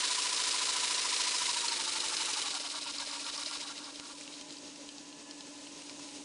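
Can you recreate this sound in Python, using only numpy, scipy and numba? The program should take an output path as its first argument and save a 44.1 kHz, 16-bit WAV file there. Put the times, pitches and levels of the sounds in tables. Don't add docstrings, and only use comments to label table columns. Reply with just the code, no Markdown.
import sys
import numpy as np
from scipy import signal
from scipy.fft import rfft, irfft
from scipy.io import wavfile
from scipy.ndimage import uniform_filter1d
from numba import njit

SR = 44100
rng = np.random.default_rng(int(sys.argv[2]) if len(sys.argv) > 2 else 0)


def digitize_waveform(pressure):
    field = np.atleast_2d(pressure).T
    bounded = np.clip(field, -1, 1)
    quanta = np.round(bounded * 32767).astype(np.int16)
    wavfile.write(sys.argv[1], SR, quanta)


def attenuation_scalar(level_db):
    decades = np.asarray(level_db, float) / 20
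    return 10 ** decades


N = 275392
T = np.arange(N) / SR

# t/s, speed/(turns/s)
CRANK_SPEED = [(0, 13.788), (.42, 13.808), (1.36, 13.694), (1.69, 13.042), (1.87, 12.251), (2.27, 12.119),
               (2.47, 11.289), (2.82, 8.328), (2.92, 7.867), (3.36, 7.412), (3.44, 7.748), (3.73, 6.11),
               (3.81, 5.39), (4.25, 3.477), (4.44, 2.976), (5.07, 2.186), (6.3, 2.004)]
START_TURNS = -.5702
# t/s, level/dB
SUPPLY = [(0, -34), (.9, -34), (1.4, -34), (1.7, -36), (2.4, -35.5), (2.6, -39), (2.92, -41), (3.2, -40),
          (3.36, -39.5), (3.6, -41), (3.9, -48.5), (4.4, -51.5), (4.6, -56), (4.85, -58), (5.1, -67),
          (5.7, -55.5), (5.95, -55.5), (6.24, -53)]
# speed/(turns/s), thin leak/dB, rattle/dB, whine/dB, thump/dB
SPEED_LAW = [(2.2, -1, -32, -90, -29), (3, -7, -21, -90, -29), (3.8, -3.5, -9, -80, -25),
             (5.5, -7.5, -8.5, -54, -34), (7.7, -6.3, -11, -18.5, -32), (10.5, -5.5, -10.5, -12, -41),
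             (12.2, -3.5, -9, -11, -38), (13.1, -3, -11, -3.5, -36), (13.75, -3, -11.5, -6.5, -42)]

# phase/turns, width/turns, level/dB against the open valve
VALVE_EVENTS = [
    (.31, 0.029, -6),
    (.4, 0.049, -4),
    (.76, 0.063, -2.5),
    (.86, 0.073, -3),
    (.99, 0.044, 1.5),
]
VALVE_OPEN_DB, VALVE_LEAD_TURNS = 1.0, 0.027
# f/Hz, width/Hz, level/dB
PORT_MODES = [(2400, 610, -4), (2960, 240, -4.5), (3870, 290, -0.5), (4220, 910, 3), (5020, 390, -1),
              (5360, 620, -4.5)]
# f/Hz, level/(dB per Hz)
JET_SPECTRUM = [(710, 0), (1200, -9.5), (1540, -2.5), (3550, -2.5), (3890, -7), (5120, -3.5), (6030, -4.5),
                (9770, -9.5), (10600, -15.5), (13800, -69), (22000, -120)]

# phase/turns, rattle/dB, whine/dB
GEAR_CONTACT = [(0, -3, 5.5), (.06, 5.5, 1.5), (.14, 4, -5.5), (.22, -2, -16), (.38, -11, -19),
                (.5, -6, -8.5), (.72, -3, -13), (.82, 5, -6), (.93, 2, 3.5)]
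TEETH = 72
WEAR_ORDERS, WEAR_DEPTH = (29, 31), .45
# f/Hz, width/Hz, level/dB
BASE_MODES = [(560, 150, -7), (814, 82, -4.5), (941.5, 41, -1), (1140, 67, 2), (1391, 51, -1),
              (1636, 33, -8.5), (2500, 230, -31)]
# f/Hz, width/Hz, level/dB
BENCH_MODES = [(182, 187, 6), (355, 20, 2.5), (432, 9.4, -4), (493.4, 20, -0.5), (610, 85, 4.5)]

# phase/turns, thump/dB, knock/dB
ROD_REVERSALS = [
    (0.226, 0, -65),
    (0.439, -5, -64),
    (0.619, -14, -72),
    (0.858, -7, -97),
]

PUMP_HZ, PUMP_START_S, HUM_ORDER = 14.129, .0275, 20.5
HUM_DB, BLOWN_DB, PUMP_DB = -55.5, -62, -70.5
# phase/strokes, level/dB
PUMP_STROKE = [(0, -16), (.08, -9), (.17, -4), (.28, -3), (.38, -.5), (.52, -5), (.66, 0), (.8, -2.5),
               (.9, -9)]
# f/Hz, width/Hz, level/dB
CASING_MODES = [(163, 28, -9.5), (420, 17, -29), (533, 18, -14), (605.4, 9.5, -11.5), (836, 21, -6.5),
                (997, 7.9, -10.5)]
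# f/Hz, width/Hz, level/dB
GRILLE_MODES = [(2710, 70, -18), (6600, 380, 3), (8100, 240, 10.5), (8840, 200, -6)]
WHISTLE_FROM_S, WHISTLE_TO_S, WHISTLE_EDGE_S, WHISTLE_DB = 4.86, 5.62, .04, -71
# f/Hz, level/(dB per Hz)
ROOM_SPECTRUM = [(20, -21), (110, -12.5), (200, -5.5), (290, 5), (400, -3.5), (600, 0.5), (720, -9),
                 (1010, -3), (1150, -10.5), (1500, -11), (2300, -10.5), (2630, -5), (3300, -7), (6700, -4),
                 (7300, -10), (10800, -19)]
ROOM_DB = -52

# t/s, peak level/dB
BASE_JOLTS = [(0.048, -72), (0.327, -61), (0.397, -57), (0.475, -61), (0.645, -66), (0.689, -57),
              (0.847, -61), (1.054, -67), (1.42, -57), (1.492, -64), (1.801, -66), (1.889, -64),
              (1.963, -60), (2.049, -64), (2.209, -61), (2.293, -64), (2.456, -64), (2.907, -63),
              (3.014, -62), (3.137, -72), (3.329, -68), (3.379, -70), (3.973, -63), (4.199, -71),
              (4.865, -63)]
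JOLT_HZ, JOLT_WIDTH_HZ, JOLT_DB, JOLT_LAG_S = 36., 110., 1, .014

# phase/turns, lead when slack/turns, peak over hiss/dB, rise when slack/dB, f/Hz
DEAD_CENTRES = [
    (.468, .035, 15, 1.5, 4370),
    (.96, .17, 10, 8.5, 4780),
]
ODD_TURN_DB, TICK_SCATTER_DB, RING_SCATTER = -2.5, 1.5, 0.09
PLAY_FROM_S, PLAY_TO_S = .05, 3.42
# t/s, peak level/dB, f/Hz
HARD_TICKS = [(.3636, -17, 5000), (.4368, -19, 4350), (1.1628, -15, 4340), (1.2703, -18, 3870),
              (1.6811, -14, 4000), (2.0039, -18, 4300), (2.0837, -18, 4870), (2.168, -18, 4430),
              (2.9088, -20.5, 5230), (3.3772, -27, 4200), (4.5844, -32, 4860), (4.9215, -35, 5900)]
# t/s, high peak level/dB, high f/Hz, low peak level/dB, low f/Hz
SLOW_TICKS = [(3.461, -24.5, 3940, -47, 3180), (3.5114, -29, 5090, -44, 2780),
              (3.7785, -32, 3790, -45, 2940), (3.8427, -38, 3890, -47, 3490), (3.958, -34, 4100, -51, 3490),
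              (3.998, -33, 4100, -41, 1940), (4.21, -36, 7650, -43.5, 2400),
              (4.2768, -42, 3800, -42.5, 2790), (4.3388, -36.5, 3710, -57, 2870),
              (4.4115, -39, 5360, -44, 2960), (4.506, -36, 4200, -46, 3180),
              (4.5244, -37.5, 5410, -55, 3100), (4.5685, -38, 3910, -51, 3050),
              (4.7585, -39, 5470, -47, 2690), (4.8894, -37, 4240, -42, 3220), (4.982, -35, 4870, -47, 3420),
              (5.1267, -50, 3810, -44, 2970), (5.31, -34, 5230, -45, 2800), (5.4073, -35, 4170, -46, 3120),
              (5.67, -45, 5660, -41, 2840), (5.8194, -40, 5760, -44, 2670), (5.8953, -34, 4190, -46, 2360),
              (5.995, -40, 5400, -48, 1630), (6.0885, -38, 4020, -48, 2570)]
# f/Hz, width/Hz, level/dB
JOINT_MODES = [(1430, 570, 12), (2290, 270, -3.5), (2750, 180, -6.5), (3130, 84, -2.5), (4100, 430, 6.5),
               (4530, 210, 0.5), (4970, 300, 6), (5640, 1900, 5.5), (6620, 400, 4.5), (7650, 500, 7.5)]
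# t/s, peak level/dB
JOINT_SNAPS = [
    (3.9984, -22),
    (4.0085, -32),
]
SNAP_LENGTH_S = .00004

KNEE_DB, DUCKING, FULL_GAIN_DB = -38, 1.4, 0.9
RECOVER_FROM_S, RECOVER_DB_PER_S = 5.03, 1.2
TOP_HZ = 10750


def level(x, db):
    return x * attenuation_scalar(db) / np.sqrt(np.mean(x ** 2))


@njit
def svf(x, hz, width):
    y, band, low = np.empty(len(x)), 0., 0.
    g, k = np.tan(np.pi * hz / SR), width / hz
    for i in range(len(x)):
        v = (band + g * (x[i] - low)) / (1 + g * (g + k))
        band = 2 * v - band
        low = low + 2 * g * v
        y[i] = k * v
    return y


def ring(x, modes):
    out = 0
    for k, (hz, width, db) in enumerate(modes):
        out = out + (-1) ** k * attenuation_scalar(db) / width * svf(x + 1e-18, 1. * hz, 1. * width)
    return out


def coloured(spectrum):
    hz, db = np.transpose(spectrum)
    bins = np.maximum(np.arange(N // 2 + 1) * SR / N, 1)
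    weight = attenuation_scalar(np.interp(np.log(bins), np.log(hz), db))
    return level(irfft(rfft(rng.standard_normal(N)) * weight, N), 0)


def walk(rate):
    k = int(SR / rate)
    held = np.repeat(rng.standard_normal(N // k + 1), k)
    return 1.35 * uniform_filter1d(uniform_filter1d(held, k), k)[:N]


def clicks(phase):
    step = np.floor(phase).astype(int)
    at = np.flatnonzero(np.diff(step)) + 1
    late = (phase[at] - step[at]) / (phase[at] - phase[at - 1])
    out = np.zeros(N)
    out[at - 1], out[at] = late, 1 - late
    return out, np.append(step[1:], step[-1])


def air(turns, slack, hiss_db, leak_db):
    valve_db = VALVE_OPEN_DB
    for phase, width, db in VALVE_EVENTS:
        away = (turns + VALVE_LEAD_TURNS * slack ** 2 - phase + .5) % 1 - .5
        valve_db = valve_db + db * np.exp(-(away / width) ** 2)
    valve_db = valve_db * (1 + .55 * slack)
    sputter = attenuation_scalar(1.2 * walk(900) + 0.32 * walk(120))
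    drops = (rng.random(N) < 250 / SR) * attenuation_scalar(np.minimum(3.2 * rng.exponential(size=N), 14))
    jet = coloured(JET_SPECTRUM) * sputter + level(svf(drops, 6800.0, 5000.), -15)
    port = 0
    for hz, width, db in PORT_MODES:
        mode = svf(rng.standard_normal(N) * sputter, 1. * hz, 1. * width)
        port = port + level(mode * attenuation_scalar(1.3 * walk(60)), db)
    leak_cut = signal.butter(3, 6200, "high", fs=SR, output="sos")
    thin = signal.sosfilt(leak_cut, coloured(JET_SPECTRUM) * attenuation_scalar(1.35 * walk(300)))
    roar_cut = signal.butter(2, 1500, "high", fs=SR, output="sos")
    roar = signal.sosfilt(roar_cut, svf(jet, 3400.0, 8600.0))
    pressure = attenuation_scalar(0.99 * np.clip(hiss_db + 32.0, -8, 0))
    exhaust = level(port, -2.38) + level(roar, -3.0) * pressure
    return attenuation_scalar(hiss_db) * (attenuation_scalar(valve_db) * exhaust + attenuation_scalar(leak_db + .5 * valve_db) * level(thin, -0.89))


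def gear(turns, slack, rattle_db, whine_db):
    phase, *columns = np.transpose(GEAR_CONTACT)
    slack_db, bearing_db = (np.interp(turns, phase, c, period=1) for c in columns)
    mesh = TEETH * (turns + 0.001 * np.sin(2 * np.pi * turns))
    whine = np.sin(2 * np.pi * mesh + 0.34 * walk(150)) * attenuation_scalar(bearing_db + whine_db + .8 * walk(30))
    pulses, tooth = clicks(mesh)
    waves = sum(np.cos(2 * np.pi * order * tooth / TEETH) for order in WEAR_ORDERS)
    worn = pulses * (rng.standard_normal(TEETH)[tooth % TEETH] + WEAR_DEPTH * waves)
    chatter = rng.standard_normal(N) * attenuation_scalar(slack_db + 2.5 * walk(160))
    rattle = level(ring(chatter, BASE_MODES), 0.71) + level(ring(worn * attenuation_scalar(slack_db), BASE_MODES), -5.0)
    rubbing = rng.standard_normal(N) * attenuation_scalar(0.32 * slack_db)
    rush = level(svf(rubbing, 1170.0, 520.0), -0.28) + level(ring(worn, BENCH_MODES), -14.5)
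    drop = np.exp(-((turns % 1 - .48) / 0.049) ** 2) * slack ** 3 * rng.standard_normal(N)
    rattle = rattle + level(svf(svf(drop, 616.0, 100.0), 540.0, 170.0), -15.5)
    return whine + attenuation_scalar(rattle_db) * (slack * rattle + (1.15 - slack) * rush)


def rod(turns, rattle_db, thump_db):
    out = 0
    for phase, low_db, knock_db in ROD_REVERSALS:
        pulses, step = clicks(turns - phase)
        pulses = pulses * attenuation_scalar(3.1 * np.clip(rng.standard_normal(60), -2, 1)[step])
        thump = svf(svf(pulses, 38.0, 100.0), 38.0, 100.0)
        knock = ring(pulses * attenuation_scalar(rattle_db), BENCH_MODES)
        out = out + level(thump, low_db - 5.5) * attenuation_scalar(thump_db) + level(knock, knock_db)
    return out


def compressor():
    stroke = PUMP_HZ * (T - PUMP_START_S) + 1
    swing = (-1) ** np.floor(stroke) * attenuation_scalar(np.interp(stroke, *np.transpose(PUMP_STROKE), period=1))
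    hum = uniform_filter1d(swing, size=200) * np.sin(2 * np.pi * HUM_ORDER * stroke)
    casing = ring(clicks(stroke)[0], CASING_MODES)
    blown = ring(rng.standard_normal(N), CASING_MODES + GRILLE_MODES)
    steady = level(hum, HUM_DB) + level(casing, PUMP_DB) + level(blown, BLOWN_DB)
    return (steady + whistle()) * attenuation_scalar(0.65 * walk(6.33))


def room_noise():
    return level(coloured(ROOM_SPECTRUM) * attenuation_scalar(1.06 * walk(25.26)), ROOM_DB)


def jolts():
    s, db = np.transpose(BASE_JOLTS)
    blows, one = np.zeros(N), np.zeros(N)
    blows[((s + JOLT_LAG_S) * SR).astype(int)] = attenuation_scalar(db + JOLT_DB)
    one[0] = 1
    thuds, single = (svf(svf(b + 1e-18, JOLT_HZ, JOLT_WIDTH_HZ), JOLT_HZ, JOLT_WIDTH_HZ)
                     for b in (blows, one))
    return thuds / np.max(np.abs(single))


def play(turns, slack, hiss_db):
    rows, n = [], np.arange(50)
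    for phase, early, over_db, slack_db, hz in DEAD_CENTRES:
        s = np.interp(n + phase, turns + early * slack ** 2, T)
        at = (s * SR).astype(int)
        chance = np.clip(rng.standard_normal((len(n), 2)), -2, 2).T
        db = hiss_db[at] + over_db + slack_db * slack[at]
        db = db + ODD_TURN_DB * (n % 2) + TICK_SCATTER_DB * chance[0]
        blows = zip(s, db, hz * (1 + RING_SCATTER * chance[1]))
        rows += [row for row in blows if PLAY_FROM_S < row[0] < PLAY_TO_S]
    return rows


def ticks(table, cut_db, focus_db, tail_s):
    out, t = np.zeros(N + 900), np.arange(900) / SR
    for (s, db, pitch), grain in zip(table, rng.standard_normal((len(table), 900))):
        blow = (t == 0) + 0.13 * grain * np.exp(-t / tail_s)
        near = [(hz, width, mode_db + 20 * np.log10(width) / 2 - focus_db * abs(np.log2(hz / pitch)))
                for hz, width, mode_db in JOINT_MODES]
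        tick = ring(blow, near)
        at = int(s * SR)
        out[at:at + 900] += attenuation_scalar(db + cut_db) * tick / np.max(np.abs(tick))
    return out[:N]


def snaps():
    return sum(attenuation_scalar(db) * np.exp(-((T - s) / SNAP_LENGTH_S) ** 2) for s, db in JOINT_SNAPS)


def whistle():
    start = np.tanh((T - WHISTLE_FROM_S) / WHISTLE_EDGE_S)
    stop = np.tanh((T - WHISTLE_TO_S) / WHISTLE_EDGE_S)
    return level(svf(rng.standard_normal(N), 1728., 10.0), WHISTLE_DB) * (start - stop) / 2


def recorder_gain_db(hiss_db):
    gain_db = FULL_GAIN_DB - DUCKING * 10 * np.log10(1 + attenuation_scalar(hiss_db - KNEE_DB) ** 2)
    return gain_db + RECOVER_DB_PER_S * np.maximum(T - RECOVER_FROM_S, 0)


def scene():
    speed = np.interp(T, *np.transpose(CRANK_SPEED))
    turns = START_TURNS + np.cumsum(speed) / SR
    hiss_db = np.interp(T, *np.transpose(SUPPLY))
    law, *columns = np.transpose(SPEED_LAW)
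    leak_db, rattle_db, whine_db, thump_db = (np.interp(speed, law, c) for c in columns)
    rattle_db, whine_db, thump_db = rattle_db + hiss_db, whine_db + hiss_db, thump_db + hiss_db
    slack = np.clip((13.7 - speed) / 3.6, .15, 1)
    engine = air(turns, slack, hiss_db, leak_db)
    engine = engine + gear(turns, slack, rattle_db, whine_db)
    engine = engine + rod(turns, rattle_db, thump_db)
    background = compressor() + room_noise()
    engine = engine + jolts()
    engine = engine + ticks(play(turns, slack, hiss_db) + HARD_TICKS, -7.5, 19.7, 0.0037)
    high = [row[:3] for row in SLOW_TICKS]
    low = [(row[0], row[3], row[4]) for row in SLOW_TICKS]
    engine = engine + ticks(high, 0.47, 15.4, 0.0019) + ticks(low, 2.9, 30.5, 0.0042)
    engine = engine + snaps()
    return np.tile(engine + background * attenuation_scalar(recorder_gain_db(hiss_db)), (2, 1))


def band_limit(x):
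    return signal.sosfilt(signal.butter(12, 10760, fs=SR, output="sos"), x)


def record(dry):
    low = signal.sosfilt(signal.ellip(10, .3, 80, TOP_HZ, fs=SR, output="sos"), dry)
    return band_limit(low)


dry = scene()
out = record(dry)
digitize_waveform(out)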